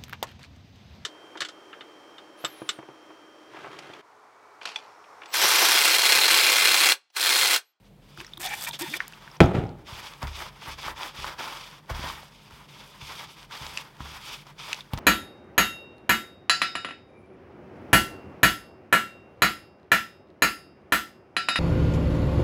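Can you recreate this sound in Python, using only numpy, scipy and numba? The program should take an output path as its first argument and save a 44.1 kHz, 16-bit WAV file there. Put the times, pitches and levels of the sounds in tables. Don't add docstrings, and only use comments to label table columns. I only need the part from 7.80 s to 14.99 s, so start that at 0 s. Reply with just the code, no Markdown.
import sys
import numpy as np
from scipy import signal
from scipy.fft import rfft, irfft
from scipy.io import wavfile
from scipy.ndimage import uniform_filter1d
from numba import njit

SR = 44100
rng = np.random.default_rng(int(sys.argv[2]) if len(sys.argv) > 2 else 0)


def invert_db(level):
    return 10 ** (np.asarray(level, dtype=float) / 20)


def output_pcm(signal):
    pcm = np.clip(np.atleast_2d(signal).T, -1, 1) * 32767
    wavfile.write(sys.argv[1], SR, np.round(pcm).astype(np.int16))


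N = 317079
T = np.arange(N) / SR

# (frequency [Hz], relative level [dB])
SHOP_SPECTRUM = [(25, -13.5), (45, 2.5), (65, -20), (90, -9), (120, -5), (150, -1), (200, -11),
                 (260, -12.5), (400, -13.5), (700, -18.5), (1300, -27.5), (3500, -30), (6000, -39.5),
                 (16000, -42)]
SHOP_DB = -55.5
# (centre [Hz], width [Hz], level [dB])
HUM_BANDS = [(145, 4.9, -61.5), (199, 3.8, -66)]

# (frequency [Hz], relative level [dB])
DRAG_SPECTRUM = [(200, -15.5), (500, -9.5), (800, -8), (1300, 4), (1700, -21), (2200, 5), (2800, 3.5),
                 (3450, 7), (4100, -2), (4800, 2.5), (6000, -4), (7500, -13), (10000, -19.5), (16000, -59)]
# (frequency [Hz], relative level [dB])
BODY_SPECTRUM = [(200, -14.5), (400, -10.5), (750, -7.5), (900, 1), (1000, -0.5), (1200, -3.5),
                 (1500, -5.5), (2000, -7.5), (3000, -17), (6000, -29)]
# (frequency [Hz], relative level [dB])
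FIBRE_SPECTRUM = [(3000, -25), (6000, -15), (8000, -11), (10000, -13.5), (13000, -12), (15200, -24),
                  (16500, -9)]
# (start [s], length [s], drag level [dB], change over the pull [dB], pressure: body above drag [dB])
PULLS = [(.045, .035, -64, -3, -4), (0.227, 0.12, -64, 6.5, -3.5), (0.373, 0.038, -53.5, 9.5, -4.5),
         (0.434, 0.14, -55, -7.5, -0.5), (1.203, 0.091, -45.5, -13.5, 3), (1.296, .27, -55.5, -0.5, 2.5),
         (1.967, 0.051, -75, 9, 11), (2.072, 0.13, -46.5, 2, -1.5), (2.228, .04, -45.5, 4.5, -0.5),
         (2.27, 0.12, -44.5, -12, -2), (2.384, .04, -61, 2, 0), (2.425, 0.018, -44, -4, -3),
         (2.477, 0.041, -46.5, -6, 4), (2.534, 0.068, -47.5, 8, -3), (2.614, 0.075, -41.5, -7.5, 3),
         (2.729, 0.086, -58.5, 2.5, 4.5), (2.822, 0.12, -46, 2.5, 1.5), (2.986, 0.11, -44.5, 5.5, 2),
         (3.165, 0.047, -48, 7, 1.5), (3.225, 0.072, -38, -4.5, 0), (3.351, 0.13, -44, 4, 0),
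         (3.467, 0.063, -45, -0.5, 4), (3.591, 0.1, -39.5, -2, 3.5), (3.7, 0.18, -42, -6, -1),
         (3.878, 0.11, -50.5, -4.5, -1), (4.03, .05, -66, 4, 2.5), (4.107, 0.025, -44, -9, 5.5),
         (4.148, .16, -42, 3, 1.5), (4.309, .18, -42, -15, -1.5), (4.511, 0.17, -58.5, 1.5, -1),
         (4.71, 0.15, -51.5, -7, -1), (4.887, 0.106, -53.5, 1.5, -3), (4.995, 0.2, -51.5, -3.5, -1.5),
         (5.216, 0.23, -45.5, 1.5, -2.5), (5.494, 0.054, -47.5, -7, -6), (5.57, .08, -52, -2, -1),
         (5.723, 0.098, -41.5, -3.5, 1.5), (5.822, .19, -42, -2.5, -1.5), (6.008, 0.08, -49, -9, 1.5),
         (6.1, 0.1, -65, 6.5, 3.5), (6.209, 0.17, -47.5, 3, -0.5), (6.412, 0.13, -46.5, 5.5, -2.5),
         (6.545, 0.086, -45, -11.5, -3.5), (6.672, 0.034, -53.5, 1, 4.5), (6.795, 0.13, -44.5, 3, -2.5),
         (6.928, 0.081, -48, -1.5, -0.5), (7.042, 0.055, -59.5, -3, 1.5), (7.141, 0.011, -45, -13, 9),
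         (7.187, .03, -47.5, -7, 10)]
PULL_RISE_DB_S, PULL_FALL_DB_S = 698, 558
# (start [s], length [s], level [dB], change [dB])
PRESSES = [(2.246, 0.017, -47, -4), (2.42, 0.02, -37.5, 3.5), (2.882, 0.021, -35.5, -5),
           (3.076, 0.032, -35.5, -3), (3.21, 0.021, -37, -4), (3.447, 0.02, -39, -10),
           (3.588, .025, -36, -5), (4.098, 0.011, -38, -2), (4.235, .02, -38, -5), (4.29, 0.017, -50, -5),
           (5.295, 0.039, -45.5, -6), (6.201, 0.013, -42.5, -2.5)]
PRESS_RISE_DB_S, PRESS_FALL_DB_S = 2500, 404
FIBRE_DB, FIBRE_GROWTH, FIBRE_DULLING = -54, 1, 0.46
FIBRE_LAG_S, FIBRE_FALL_DB_S = 0.017, 900

# (time [s], ring peak [dB], ring [Hz], crack above ring [dB], treble edge above ring [dB])
TICKS = [(.375, -32.5, 1500, -7, -3), (.397, -37, 4570, -8, -19), (.403, -29.5, 2720, 3, -35),
         (.411, -30.5, 1870, -9, -20), (.447, -37, 1920, 8, -5), (.466, -37, 5500, 0, -2),
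         (.479, -41, 1500, -3, -15), (.535, -28.5, 3520, -12, -11), (.573, -32, 3500, -4, -10),
         (.577, -36, 1200, -9, 6.5), (.608, -31.5, 2280, -3, -8), (.82, -29, 4800, -5, -3),
         (.848, -31, 3410, -11, -8), (.868, -35, 1050, -7, -11), (.91, -30, 3400, -9, -23),
         (.992, -44, 2370, -9, 0), (1.005, -31, 1830, -7, -13), (1.142, -31, 2060, -7, -15),
         (1.204, -12, 1840, -28, -43), (1.28, -38.5, 1130, 0, 14), (1.324, -40, 1650, 8, -25),
         (1.335, -33, 2570, -12, -20), (1.477, -33, 1850, -21, -26), (1.514, -43, 5000, -6, -21),
         (1.568, -44, 5500, -9, -21), (1.604, -4.5, 760, -4, -25), (1.635, -33, 5000, 2, -2),
         (1.658, -40, 6500, 2, 0), (1.755, -27.5, 2200, -6, -24), (1.78, -30, 802, -17, -32),
         (1.868, -49, 5300, -8, -15), (1.892, -40, 880, 2.5, -22), (2.429, -18.5, 800, -2.5, -33),
         (2.604, -29, 1580, -11, -23), (2.829, -40, 900, 7, -23), (3.082, -19, 1000, -16, -28),
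         (3.211, -27, 960, -20, -26), (3.444, -17.5, 1140, -6, -28), (3.606, -24.5, 950, -10, -24),
         (4.1, -24, 790, -7, -34), (4.106, -22, 900, -11, -24), (4.24, -24, 890, -20, -30),
         (4.3, -24, 1250, -19, -31), (4.431, -35, 880, -2, -25), (4.709, -39, 1090, 1, -17),
         (5.211, -39, 2280, -7, -20), (5.71, -32, 1250, -4, -25), (5.775, -33.5, 4500, -4, -20),
         (5.866, -29.5, 890, 7.5, -23), (5.974, -21, 2760, 5.5, -11), (5.984, -28, 2490, 1, -24),
         (6.205, -27, 1140, -15, -22), (6.259, -33, 1190, -7, -21), (6.62, -43, 2500, 0, -22),
         (6.668, -37.5, 890, 1, -27), (6.799, -45, 3400, -11, -25), (6.917, -30, 2310, -7, -10),
         (6.93, -19, 2790, 7.5, -37), (6.933, -24, 2360, -10, -24), (6.945, -34, 910, 9, -25),
         (7.007, -30, 3730, -9, -29), (7.135, -21.5, 810, 5.5, 1), (7.176, -30.5, 894, 7, -22)]
TICK_T60_S = 0.016
RING_SPREAD_HZ = 340

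# (start [s], length [s], level [dB], first pitch [Hz], last pitch [Hz])
THUDS_AND_GULPS = [(0.384, 0.042, -47, 310, 350), (0.578, 0.052, -49.5, 310, 360),
                   (1.012, 0.031, -32.5, 347, 362), (1.078, 0.084, -43, 167, 364)]
# (frequency [Hz], relative level [dB])
MIST_SPECTRUM = [(300, -29), (700, -1), (1500, -2.5), (3000, -5), (5000, -5.5), (7000, -6), (8300, -2),
                 (10000, -8), (12000, -4), (15500, -10), (17000, -38)]
# (centre [Hz], width [Hz], relative level [dB])
TRIGGER_MODES = [(1840, 75, 4), (2020, 180, 2), (2310, 136, 6.5), (2640, 270, -31)]
# (centre [Hz], width [Hz], relative level [dB])
INTAKE_MODES = [(3534, 260, 3), (4630, 1700, 0)]
# (start [s], length [s], level [dB], change [dB])
JETS = [(.602, 0.063, -39, 4), (.66, 0.15, -48.5, 8), (.81, 0.044, -37.5, 2.5), (.875, 0.016, -35, 0.5),
        (.92, 0.033, -55, 4), (.993, 0.029, -38, 3.5), (1.04, 0.12, -44, -2), (1.15, 0.021, -44.5, 5)]
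# (start [s], length [s], level [dB], change [dB])
SQUEAKS = [(.642, 0.057, -37, 2), (.705, 0.037, -37, 3), (.755, .045, -44.5, -6), (.866, 0.041, -38.5, -2),
           (1.003, 0.037, -38, 1), (1.055, 0.043, -46, -8), (1.14, 0.033, -49, -1)]
# (time [s], pitch [Hz])
SQUEAK_PITCH = [(.6, 730), (.65, 740), (.73, 827), (.86, 960), (.92, 920), (1., 880), (1.04, 940),
                (1.1, 884)]
# (start [s], length [s], level [dB], change [dB])
CREAKS = [(.625, .035, -40, -3), (.668, 0.038, -33.5, 1.5), (.712, 0.033, -28, -3.5),
          (.867, 0.012, -29.5, -3), (1.003, 0.045, -35.5, 3), (1.065, .02, -43, 2),
          (1.141, 0.018, -32.5, -4)]
# (start [s], length [s], level [dB], change [dB])
DRAWS = [(.63, 0.044, -36, 2), (.7, 0.199, -41, -3.5), (.932, 0.037, -38.5, -3), (1., 0.028, -38.5, 4),
         (1.04, 0.091, -45, 7), (1.145, 0.029, -41.5, 5)]
PUMP_RISE_DB_S, PUMP_FALL_DB_S = 3000, 1600
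WHISTLE_HZ, WHISTLE_OCTAVES_PER_S = 2500, 23
WHISTLE_S, WHISTLE_LENGTH_S = .63, .065
WHISTLE_DB, WHISTLE_SWELL_DB = -49, 4

# (time [s], peak [dB], contact [ms], extra level of the two deepest modes [dB])
BLOWS = [(.385, -38, 1.3, -11), (.41, -39.5, 1.5, -17), (0.577, -43, 2.7, -23), (0.612, -45, 1.2, -18),
         (1.6043, 4, 0.22, -34), (1.6061, -6.5, 1.5, -28), (1.63, -8, 1.2, -16), (1.745, -20, 2.9, -10),
         (1.785, -13, 2.2, -11), (2.124, -29, 5.2, -11), (2.432, -20, 4.5, 0.5), (2.876, -31.5, 5.9, -0.5),
         (3.061, -34.5, 4.9, 0), (3.386, -30, 4.2, 2.5), (4.107, -19, 9.8, -2), (4.193, -25.5, 2.6, -5),
         (4.24, -31, 1.3, -12), (4.72, -39, 14, -13), (5.221, -33.5, 4.9, -3.5), (5.812, -31.5, 3.6, -1),
         (6.204, -26.5, 2.3, 0), (7.133, -15.5, 4.4, -10), (7.176, -30, 1.9, -6)]
# (frequency [Hz], relative level [dB], longest time to fall 60 dB [s])
BENCH_MODES = [(44, -6.5, 0.79), (70.8, -1.5, 0.84), (105.9, -9, 0.42), (140.5, 3.5, 0.11),
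               (201, 0.5, 0.059), (258, 2.5, 0.063), (332, 0, 0.056), (480, -12, 0.26), (560, -10, 0.14),
               (760, -18, .1), (960, -11, .08), (1250, -6, 0.059), (1520, 2.5, 0.063), (1820, 0, 0.021),
               (2100, 5, 0.075), (2360, 9.5, 0.089), (2520, -3, .025), (3130, 7.5, 0.054)]
WOOD_CYCLES = 40

# (frequency [Hz], relative level [dB])
CLATTER_SPECTRUM = [(35, -41), (60, -1), (85, 2), (119, 4), (280, -3), (433, -2.5), (521, -8.5),
                    (661, -8.5), (826, -7.5), (1060, -26), (1260, -22), (1400, -20), (1820, -49),
                    (3080, -120)]
# (start [s], level [dB], time to fall 60 dB at fade speed 1 [s])
RATTLES = [(1.608, -9.5, 0.22), (1.63, -17.5, 0.43), (1.751, -22, 0.34), (1.78, -26.5, 0.49),
           (1.91, -41, 0.22)]
RATTLE_RISE_DB_S = 605
RATTLE_EDGE_DB = -16
CLATTER_FADE, RATTLE_EDGE_FADE = 0.91, 1.2

ROOM_T60_S, ROOM_DB = 0.23, -20.5


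def level(x, db):
    return x * invert_db(db) / np.sqrt(np.mean(x ** 2))


def colour(x, points):
    hz, db = np.transpose(points)
    f = np.maximum(np.fft.rfftfreq(4096, 1 / SR), 1)
    log_gain = np.interp(np.log(f), np.log(hz), db) * np.log(10) / 20
    cepstrum = irfft(log_gain)
    cepstrum[1:2048] *= 2
    response = irfft(np.exp(rfft(cepstrum[:2049], 4096)))
    return signal.fftconvolve(x, response)[:N]


@njit
def ring(x, hz, width):
    y, z = np.empty(len(x)), 0j
    for i in range(len(x)):
        z = z * np.exp(complex(-np.pi * width, 2 * np.pi * hz[i]) / SR) + x[i]
        y[i] = z.imag
    return y


def bank(x, modes):
    return sum(level(ring(x, np.full(N, 1. * hz), 1. * width), db) for hz, width, db in modes)


def walk(rate):
    hold = max(int(SR / rate), 1)
    steps = np.repeat(rng.standard_normal(N // hold + 1), hold)
    return uniform_filter1d(steps, hold)[:N]


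def grains(rate, scatter_db):
    moment, sign, size = rng.random((3, N))
    size = np.minimum(-np.log(1 - size), 5)
    return (moment < rate / SR) * np.sign(sign - .5) * invert_db(scatter_db * size)


def die_away(t, t60):
    return np.exp(-np.log(1000) * t / t60)


def contour(rows, rise_db_s, fall_db_s):
    t, power = T[::32], 1e-12
    for start, length, db, change_db in rows:
        length = max(length, .002)
        drift = change_db * np.clip((t - start) / length, 0, 1)
        rise = rise_db_s * np.maximum(start - t, 0)
        fall = fall_db_s * np.maximum(t - start - length, 0)
        power = power + invert_db(2 * (db + drift - rise - fall))
    return np.interp(T, t, 10 * np.log10(power))


def shop():
    air = level(colour(rng.standard_normal(N), SHOP_SPECTRUM), SHOP_DB)
    return air + bank(rng.standard_normal(N), HUM_BANDS)


def wipe():
    slips = grains(6000, 3.4) * np.sign(rng.standard_normal((3, N)))
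    slips = slips + 0.94 * rng.standard_normal((3, N))
    drag = colour(slips[0] + grains(60, 6.45), DRAG_SPECTRUM) * invert_db(2.0 * walk(60))
    body = colour(slips[1] + grains(990, 1.4), BODY_SPECTRUM) * invert_db(3.0 * walk(49))
    fibre = colour(slips[2], FIBRE_SPECTRUM) * invert_db(2.3 * walk(80))

    pressed, fine = [], []
    for start, length, db, change, pressure in PULLS:
        pressed.append((start, length, db + pressure, change))
        fine_db = FIBRE_DB + FIBRE_GROWTH * (db + 45) - FIBRE_DULLING * pressure
        fine.append((start, length, fine_db, FIBRE_GROWTH * change))
    drag_db = contour([row[:4] for row in PULLS], PULL_RISE_DB_S, PULL_FALL_DB_S)
    body_db = contour(pressed, PULL_RISE_DB_S, PULL_FALL_DB_S)
    press_db = contour(PRESSES, PRESS_RISE_DB_S, PRESS_FALL_DB_S)
    body_gain = np.hypot(invert_db(body_db), invert_db(press_db))

    fibre_db = contour(fine, PULL_RISE_DB_S, FIBRE_FALL_DB_S)
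    a = 1 / (max(FIBRE_LAG_S, 1e-3) * SR)
    lagging_db = signal.lfilter([a], [1, a - 1], np.maximum(fibre_db + 85, 0)) - 85
    fibre_db = np.minimum(fibre_db, lagging_db)
    return level(drag, drag_db) + level(body, 0) * body_gain + level(fibre, fibre_db)


def ticks():
    out, t = np.zeros(N + 2048), np.arange(2048) / SR
    noise = rng.standard_normal((len(TICKS), 2048))
    wide = signal.butter(2, [1300, 6000], "band", fs=SR, output="sos")
    treble = signal.butter(2, 6000, "high", fs=SR, output="sos")
    for (start, db, hz, crack_db, edge_db), crumbs in zip(TICKS, noise):
        burst = crumbs * die_away(t, TICK_T60_S)
        burst[:8] += 3.06 * np.hanning(8)
        band = [hz - RING_SPREAD_HZ, hz + RING_SPREAD_HZ]
        near = signal.butter(2, band, "band", fs=SR, output="sos")
        tone = signal.sosfilt(near, burst)
        crack = signal.sosfilt(wide, burst)
        edge = signal.sosfilt(treble, burst * np.exp(-t / 0.0033))
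        i = int(start * SR)
        for part, gain_db in ((tone, 0), (crack, crack_db), (edge, edge_db)):
            out[i:i + 2048] += invert_db(db + gain_db) * part / np.abs(part).max()
    return out[:N]


def pump_contour(rows):
    return contour(rows, PUMP_RISE_DB_S, PUMP_FALL_DB_S)


def thuds_and_gulps():
    waver, flicker_db, out = 1 + 0.099 * walk(90), 2.2 * walk(70.3), 0
    for start, length, db, first_hz, last_hz in THUDS_AND_GULPS:
        hz = np.interp(T, [start, start + length], [first_hz, last_hz]) * waver
        tone = np.sin(2 * np.pi * np.cumsum(hz) / SR)
        out = out + tone * invert_db(pump_contour([(start, length, db, 0)]) + flicker_db)
    return out


def piston_and_trigger():
    squeak_hz = np.interp(T, *np.transpose(SQUEAK_PITCH))
    slips = np.diff(grains(3000, 1.6) * invert_db(4.9 * walk(89.94)), prepend=0)
    piston = ring(ring(slips, squeak_hz, 106.0), squeak_hz, 106.0)
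    trigger = bank(slips, TRIGGER_MODES)
    return level(piston, pump_contour(SQUEAKS)) + level(trigger, pump_contour(CREAKS))


def whistle():
    hz = WHISTLE_HZ * 2 ** (WHISTLE_OCTAVES_PER_S * np.clip(T - WHISTLE_S, -.02, .08))
    db = pump_contour([(WHISTLE_S, WHISTLE_LENGTH_S, WHISTLE_DB, WHISTLE_SWELL_DB)])
    return level(ring(rng.standard_normal(N), hz, 250.), db)


def sprayer():
    mist = colour(grains(5000, 6.56) + 1.46 * rng.standard_normal(N), MIST_SPECTRUM)
    air = bank(rng.standard_normal(N) * invert_db(2.2 * walk(50.33)), INTAKE_MODES)
    spray = level(mist, pump_contour(JETS)) + whistle()
    intake = level(air, pump_contour(DRAWS))
    return thuds_and_gulps() + spray + piston_and_trigger() + intake


def bench():
    out, t = np.zeros(N + SR), np.arange(SR) / SR
    place_db = 1.5 * rng.standard_normal((len(BLOWS), len(BENCH_MODES)))
    for (start, db, contact_ms, sway_db), place in zip(BLOWS, place_db):
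        modes = np.zeros(SR)
        for k, (hz, mode_db, t60) in enumerate(BENCH_MODES):
            gain = invert_db(mode_db + place[k] + sway_db * (k < 2))
            modes += gain * np.sin(2 * np.pi * hz * t) * die_away(t, min(t60, WOOD_CYCLES / hz))
        push = np.hanning(int(np.clip(contact_ms, .1, 30) * SR / 1000) + 3)
        blow = signal.fftconvolve(modes, push)[:SR]
        i = int(start * SR)
        out[i:i + SR] += invert_db(db) * blow / np.abs(blow).max()
    return out[:N]


def rattle_fade(speed):
    curves = []
    for start, db, t60 in RATTLES:
        rise = RATTLE_RISE_DB_S * (start - T)
        fall = 60 * speed * (T - start) / t60
        curves.append(db - np.maximum(rise, fall))
    return np.max(curves, axis=0)


def rattle():
    knocks = (grains(1000, 3.75) + 0.4 * rng.standard_normal(N)) * (T > RATTLES[0][0])
    dull = colour(knocks, CLATTER_SPECTRUM)
    edge = colour(knocks, [(700, -12.5), (1400, 6), (3500, -4.0), (4500, -12.5), (15000, -32)])
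    edge_db = RATTLE_EDGE_DB + rattle_fade(RATTLE_EDGE_FADE)
    return level(dull, rattle_fade(CLATTER_FADE)) + level(edge, edge_db)


def room(x):
    t = np.arange(SR // 2) / SR
    tail = rng.standard_normal(len(t)) * die_away(t, ROOM_T60_S) * (t > .004)
    tail = signal.sosfilt(signal.butter(1, 3000, fs=SR, output="sos"), tail)
    tail = tail / np.sqrt(np.sum(tail ** 2))
    return x + invert_db(ROOM_DB) * signal.fftconvolve(x, tail)[:N]


def scene():
    near = wipe() + ticks() + sprayer() + bench() + rattle()
    return (shop() + room(near))[None]


def top_cut(x):
    return signal.sosfilt(signal.butter(12, 16510, fs=SR, output="sos"), x)


def record(dry):
    low_cut = signal.butter(6, 38, "high", fs=SR, output="sos")
    high_cut = signal.ellip(8, .2, 70, 15900, fs=SR, output="sos")
    clipped = np.clip(signal.sosfilt(low_cut, dry), -1, 1)
    mix = signal.sosfilt(high_cut, clipped)
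    return top_cut(mix)


dry = scene()
out = record(dry)
output_pcm(out)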